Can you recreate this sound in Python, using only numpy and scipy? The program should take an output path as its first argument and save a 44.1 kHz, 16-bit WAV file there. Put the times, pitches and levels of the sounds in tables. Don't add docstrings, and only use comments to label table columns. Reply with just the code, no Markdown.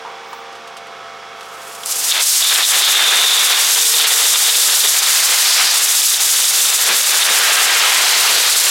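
import sys
import numpy as np
from scipy import signal
from scipy.fft import irfft
from scipy.io import wavfile
from scipy.ndimage import uniform_filter1d, minimum_filter1d

SR = 44100
rng = np.random.default_rng(int(sys.argv[2]) if len(sys.argv) > 2 else 0)


def transcribe(signal):
    frames = np.atleast_2d(signal).T
    limited = np.clip(frames, -1, 1)
    pcm = np.round(limited * 32767).astype(np.int16)
    wavfile.write(sys.argv[1], SR, pcm)


N = 383669
TIME = np.arange(N) / SR

# f/Hz, level/dB
CLATTER_EQ = [(100, -73), (300, -17), (900, -40.5), (2000, -12), (3200, -1), (4800, 4), (7500, 6),
              (9500, 3), (12000, 0.5), (16000, -8)]
# f/Hz, level/dB
DRUM_EQ = [(80, -47), (250, -21), (430, -8), (590, -6.5), (740, -0.5), (920, -0.5), (1300, 3), (1480, 3),
           (1650, 3.5), (2400, 3.5), (3300, 3.5), (4500, -1), (7000, -10.5), (14000, -30.5)]
# f/Hz, level/dB
BOOM_EQ = [(30, -44), (70, -25), (130, -20.5), (200, -5.5), (300, -10.5), (400, 4.5), (520, 6.5), (750, -8),
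           (1500, -13)]
# t/s, level/dB
DRUM_FADER = [(2.0, -11), (2.33, -13), (2.55, -8), (2.68, -8.5), (2.9, -1.5), (3.12, 0.5), (3.65, -6),
              (3.92, -11.5), (4.1, -7), (4.55, -9), (4.95, -7.5), (5.15, -5), (5.6, -3), (5.98, -10.5),
              (6.45, -10), (7.1, -4), (7.55, 1), (7.9, 2), (8.7, -5)]
# t/s, level/dB
BOOM_FADER = [(2.1, -38), (2.7, -42), (3.1, -18), (3.6, -27), (4.75, -24), (5.05, -34), (6.35, -31),
              (6.6, -24.5), (8.7, -22)]
# t/s, level/dB
STEEL_FADER = [(2.35, -34), (2.43, -6), (2.7, -8), (3.0, 3), (3.27, 2), (3.52, -3.5), (3.65, -10),
               (4.4, -8), (5.4, -13), (6.4, -10.5), (6.75, -9), (7.2, -10.5), (7.7, -25)]
# f/Hz, width/Hz, level/dB
STEEL_MODES = [(3330, 200, -9), (3470, 70, -6), (3570, 80, -3), (3640, 60, 0), (3780, 170, -6)]
# t/s, clank/dB, drum/dB, boom/dB, half-length/s
CLUMP_HITS = [(2.123, 7, -4, -40, 0.016), (2.155, 3, 3.5, -40, 0.03), (2.199, -4, -0.5, -32, 0.028),
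              (2.426, -6.5, -16, -43, 0.031), (2.5, 2, -14, -40, .014), (2.522, -15, -1, -34, 0.016),
              (2.558, 3.5, -2, -37, 0.013), (2.594, -16, -1.5, -33, 0.039), (2.644, 0, -18, -40, 0.014),
              (2.763, -7, -5, -20, 0.062), (2.843, 6, -16, -35, 0.027), (2.883, 3, -10, -37, .017),
              (3.524, -2.5, -1, -27, 0.03), (4.004, 2, -5, -34, 0.029), (4.061, 1.5, -2.5, -27, 0.016),
              (4.353, -1, -4, -22, 0.018), (4.499, 1, -13, -28, 0.0057), (4.852, -1, -5, -20, .018),
              (5.617, -16, 0.5, -30, 0.051), (6.144, 1, -20, -35, 0.011), (6.903, -20, -1, -11, 0.038),
              (7.228, 0.5, -9, -28, .013), (7.308, -6, -17, -13, 0.019), (8.353, -22, -17, -13.5, 0.083)]
# crest t/s, level/dB, half-length/s, f/Hz, width/Hz
SLUMP_SWELLS = [(5.2, -6, 0.18, 4800, 1760), (5.58, 2, .17, 4580, 1520), (8.352, -2, 0.38, 4000, 1410)]
# t/s, level/dB
CRACK_HITS = [(1.86, 1), (1.925, 2), (2.0936, 2), (4.289, 11), (6.849, 3), (7.018, 18.5)]
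# t/s, f/Hz
CRANK_SPEED = [(0, 25.4), (0.15, 25.6), (0.35, 25.8), (0.6, 25.6), (0.9, 25.35), (1.15, 25.25), (1.4, 25.4),
               (2.1, 25.35)]
# multiple of the crank speed, lifting level/dB, tipping level/dB
ENGINE_ORDERS = [(2, -79, -76), (3.95, -69, -64.5), (5.87, -66, -64.5), (7, -69, -66), (8.1, -72, -64.5),
                 (9, -60.5, -63.5), (11.9, -62, -67), (14.93, -57, -65), (17.93, -45.5, -49.5),
                 (20.86, -48, -49), (26.96, -49, -44), (30.6, -43.5, -46.5), (34.9, -49, -57),
                 (47.3, -66, -58), (45, -48, -52), (51.5, -62, -44.5), (87, -50.5, -50.5), (132, -52, -52)]
# f/Hz, level/dB
ROAR_EQ = [(30, -41), (70, -28), (150, -20), (300, -13.5), (410, -3.5), (600, -7), (760, -2), (1250, 2),
           (1900, -5.5), (3400, -8.5), (4400, -14), (5500, -13), (7200, -22), (15000, -39)]
# t/s, f/Hz, level/dB, attack/s, hold/s, release/s
PUMP_WHINES = [(3.75, 459, -26, 0.082, .32, .17), (4.45, 454, -30, 0.088, .05, 0.29),
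               (5.18, 520, -31, .1, .15, .2), (7.25, 1597, -16, .2, 0.39, 0.14)]
# t/s, body/dB, tick/dB, decay/s
KNOCK_HITS = [(0.048, -27, -58, 0.039), (0.33, -22, -34.5, 0.0076), (0.339, -34, -50, 0.012),
              (0.526, -40, -42, .012), (0.552, -43, -40, .014), (0.674, -50, -36, .012),
              (0.768, -50, -32, .012), (0.868, -42, -40, .008), (1.409, -52, -34, .008),
              (1.429, -50, -37, .008), (1.834, -45, -23, 0.0056)]
# f/Hz, level/dB
BODY_EQ = [(60, -52), (200, -24), (650, -14), (950, 5), (1500, -10), (3500, -30), (9000, -48)]
TICK_EQ = [(100, -50), (800, -42), (2800, 16.5), (9000, 5), (15500, -10)]
# crest t/s, level/dB, half-length/s
VALVE_HISS = (0.345, -49, .06)

POUR_START_S = 2.015


def heap():
    clacks = unit(pebbles(per_s=10000, spread_db=3.5, width_hz=1330))
    clatter = unit(colour(clacks + amp(5) * scatter(clacks, decay_s=0.016), CLATTER_EQ))
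    tilt = ramp(POUR_START_S, .1) * (-0.65 - 0.07 * curve(DRUM_FADER)) + 0.84 * wander(18)
    lows = passed(clatter, "lowpass", 6300)
    clatter = lows * amp(-.5 * tilt) + (clatter - lows) * amp(1.53 * tilt)
    sliding = ramp(start_s=1.33, length_s=0.7) * amp(-32.5 + 1.2 * wander(40))
    return clatter * (flow() * amp(1.2 * wander(17)) + sliding)


def pebbles(per_s, spread_db, width_hz, sizes=20):
    pitches = np.linspace(500, 16000, sizes)
    return sum(ringing(impacts(per_s / sizes, spread_db), hz, width_hz) for hz in pitches)


def flow():
    spill = amp(-23) * ramp(start_s=1.85, length_s=0.043)
    swell_db = 4 * swell(crest_s=4.46, half_s=1.0)
    return spill + amp(-6 + swell_db) * ramp(POUR_START_S, .4)


def trailer():
    surge_db = 0.94 * wander(6.3)
    drum = unit(colour(scatter(impacts(per_s=2300, spread_db=1.0), decay_s=0.0078), DRUM_EQ))
    boom = unit(colour(scatter(impacts(per_s=1500, spread_db=3.5), decay_s=0.023), BOOM_EQ))
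    drum *= np.hypot(amp(curve(DRUM_FADER) + surge_db), clumps(column=2))
    boom *= np.hypot(amp(curve(BOOM_FADER) + surge_db), clumps(column=3))
    bare_db = curve(STEEL_FADER)
    open_share = np.interp(bare_db, [-12, -4], [.08, .8])
    ring = steel_ring(per_s=220, spread_db=1, damping=1.5)
    ring *= np.sqrt(open_share) * amp(bare_db + 0.58 * wander(25))
    clank = steel_ring(per_s=130, spread_db=3.0, damping=5.4)
    clank *= np.hypot(np.sqrt(1 - open_share) * amp(bare_db), clumps(column=1))
    return flow() * (drum + boom + ring + clank)


def steel_ring(per_s, spread_db, damping):
    ring = sum(amp(db) * unit(ringing(impacts(per_s, spread_db), hz, width_hz * damping))
               for hz, width_hz, db in STEEL_MODES)
    ring = passed(ring, "highpass", 1980, order=4)
    return unit(passed(ring, "lowpass", 5800, order=4))


def clumps(column):
    power = np.zeros(N)
    for row in CLUMP_HITS:
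        crest_s, db, half_s = row[0], row[column], row[-1]
        t = np.arange(-2 * half_s, 2 * half_s, 1 / SR)
        add(power, crest_s + t[0], amp(db) ** 2 * np.exp(-2 * (t / half_s) ** 2))
    return np.sqrt(power)


def slumps():
    out = np.zeros(N)
    for crest_s, db, half_s, hz, width_hz in SLUMP_SWELLS:
        grains = ringing(impacts(per_s=6000, spread_db=3.5), hz, width_hz)
        grind = unit(ringing(grains, hz, 3 * width_hz))
        out += amp(db) * swell(crest_s, half_s) * grind
    return flow() * passed(out, "highpass", 2500, order=3)


def cracks():
    out, t = np.zeros(N), np.arange(256) / SR
    for start_s, db in CRACK_HITS:
        hz = rng.uniform(4800, 9400)
        add(out, start_s, amp(db) * np.exp(-t / 0.00023) * np.sin(2 * np.pi * hz * t))
    return passed(out, "highpass", 1500)


def engine():
    turns = np.cumsum(curve(CRANK_SPEED) * (1 + 0.0016 * wander(14.4))) / SR
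    tipping = ramp(start_s=.55, length_s=.4)
    tones = np.zeros(N)
    for multiple, lift_db, tip_db in ENGINE_ORDERS:
        level = amp(lift_db) + tipping * (amp(tip_db) - amp(lift_db))
        level *= amp(1.6 * wander(3.1))
        cycles = multiple * turns + rng.random() + 0.0023 * multiple * wander(10)
        tones += level * np.sin(2 * np.pi * cycles)
    firing = np.cos(2 * np.pi * 3 * turns)
    roar = unit(colour(rng.standard_normal(N) * (1 + 0.062 * firing), ROAR_EQ))
    roar_db = -35.5 + np.interp(TIME, [0, .7, 1.7], [.8, -.6, 1])
    easing = amp(np.interp(TIME, [1.2, 2.2, 3], [0, -2, -3]))
    return np.sqrt(2) * easing * tones + amp(roar_db) * roar


def pump():
    out = np.zeros(N)
    for start_s, hz, db, attack_s, hold_s, release_s in PUMP_WHINES:
        load = ramp(start_s, attack_s) - ramp(start_s + attack_s + hold_s, release_s)
        cycles = np.cumsum(hz * (1 + 0.0054 * wander(25))) / SR
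        out += load * amp(db + 0.92 * wander(21)) * np.sin(2 * np.pi * cycles)
    return out


def knocks():
    body, tick, t = np.zeros(N), np.zeros(N), np.arange(SR // 5) / SR
    for start_s, body_db, tick_db, decay_s in KNOCK_HITS:
        bursts = rng.standard_normal((2, len(t))) * np.exp(-t / decay_s)
        add(body, start_s, amp(body_db) * bursts[0])
        add(tick, start_s, amp(tick_db) * bursts[1])
    return colour(body, BODY_EQ) + colour(tick, TICK_EQ)


def valve():
    crest_s, db, half_s = VALVE_HISS
    hiss = unit(passed(rng.standard_normal(N), "highpass", 14000, order=8))
    return amp(db) * hiss / (1 + ((TIME - crest_s) / half_s) ** 4)


def impacts(per_s, spread_db):
    when, chance, side = rng.random((int(per_s * N / SR), 3)).T
    strength = amp(-spread_db * np.log(np.maximum(chance, .006)))
    return np.bincount((when * N).astype(int), strength * np.sign(side - .5), N)


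def ringing(blows, hz, width_hz):
    radius, cosine = np.exp(-np.pi * width_hz / SR), np.cos(2 * np.pi * hz / SR)
    return signal.lfilter([1, -radius * cosine], [1, -2 * radius * cosine, radius ** 2], blows + 1e-18)


def scatter(blows, decay_s):
    keep = np.exp(-2 / (decay_s * SR))
    energy = signal.lfilter([1 - keep], [1, -keep], blows ** 2)
    return unit(np.sqrt(energy) * rng.standard_normal(N))


def colour(x, eq, size=4096):
    hz, db = np.transpose(eq)
    bin_hz = abs(np.fft.fftfreq(size, 1 / SR))
    log_gain = np.log(amp(np.interp(np.log(bin_hz + 1), np.log(hz), db)))
    response = np.exp(np.conj(signal.hilbert(log_gain)))
    taps = np.fft.ifft(response).real[:size // 2]
    return signal.oaconvolve(np.atleast_2d(x), taps[None] / np.linalg.norm(taps), axes=1)[:, :N]


def passed(x, kind, hz, order=2):
    return signal.sosfilt(signal.butter(order, hz, kind, fs=SR, output="sos"), x)


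def wander(hz, bins=1024):
    bin_hz = np.arange(bins) * SR / N
    spectrum = rng.standard_normal(bins) + 1j * rng.standard_normal(bins)
    drift = unit(irfft(spectrum / np.sqrt(1 + (bin_hz / hz) ** 4), 4 * bins))
    return np.interp(TIME, np.linspace(0, N / SR, len(drift)), drift)


def curve(rows):
    return np.interp(TIME, *np.transpose(rows))


def ramp(start_s, length_s):
    return np.clip((TIME - start_s) / length_s, 0, 1)


def swell(crest_s, half_s):
    return np.exp(-((TIME - crest_s) / half_s) ** 2)


def amp(db):
    return 10 ** (np.asarray(db) / 20)


def unit(x):
    return x / np.sqrt(np.mean(x ** 2) + 1e-20)


def add(mix, start_s, sound):
    part = mix[max(round(start_s * SR), 0):][:len(sound)]
    part += sound[:len(part)]


def scene(loader_pan=.115):
    loader = engine() + knocks() + valve() + pump()
    left_right = np.array([[1 - loader_pan], [1 + loader_pan]])
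    return left_right * loader + heap() + slumps() + trailer() + cracks()


def record(dry, threshold_db=-14.28, slope=0.83, recover_db_per_s=70, ceiling=.85, top_hz=16050):
    power = uniform_filter1d((dry ** 2).mean(0), size=260)
    power_db = 10 * np.log10(abs(power) + 1e-12)
    recovery_db = TIME * recover_db_per_s
    envelope_db = np.maximum.accumulate(power_db + recovery_db) - recovery_db
    over_db = np.maximum(envelope_db - threshold_db, 0)
    held = dry / amp(slope * uniform_filter1d(over_db, size=160))
    limiter_gain = minimum_filter1d(ceiling / np.maximum(abs(held).max(0), ceiling), size=121)
    limited = held * uniform_filter1d(uniform_filter1d(limiter_gain, size=61), size=61)
    high_cut = signal.firwin(511, top_hz, window=("kaiser", 9), fs=SR)
    return signal.oaconvolve(limited, high_cut[None], "same")


dry = scene()
out = record(dry)
transcribe(out)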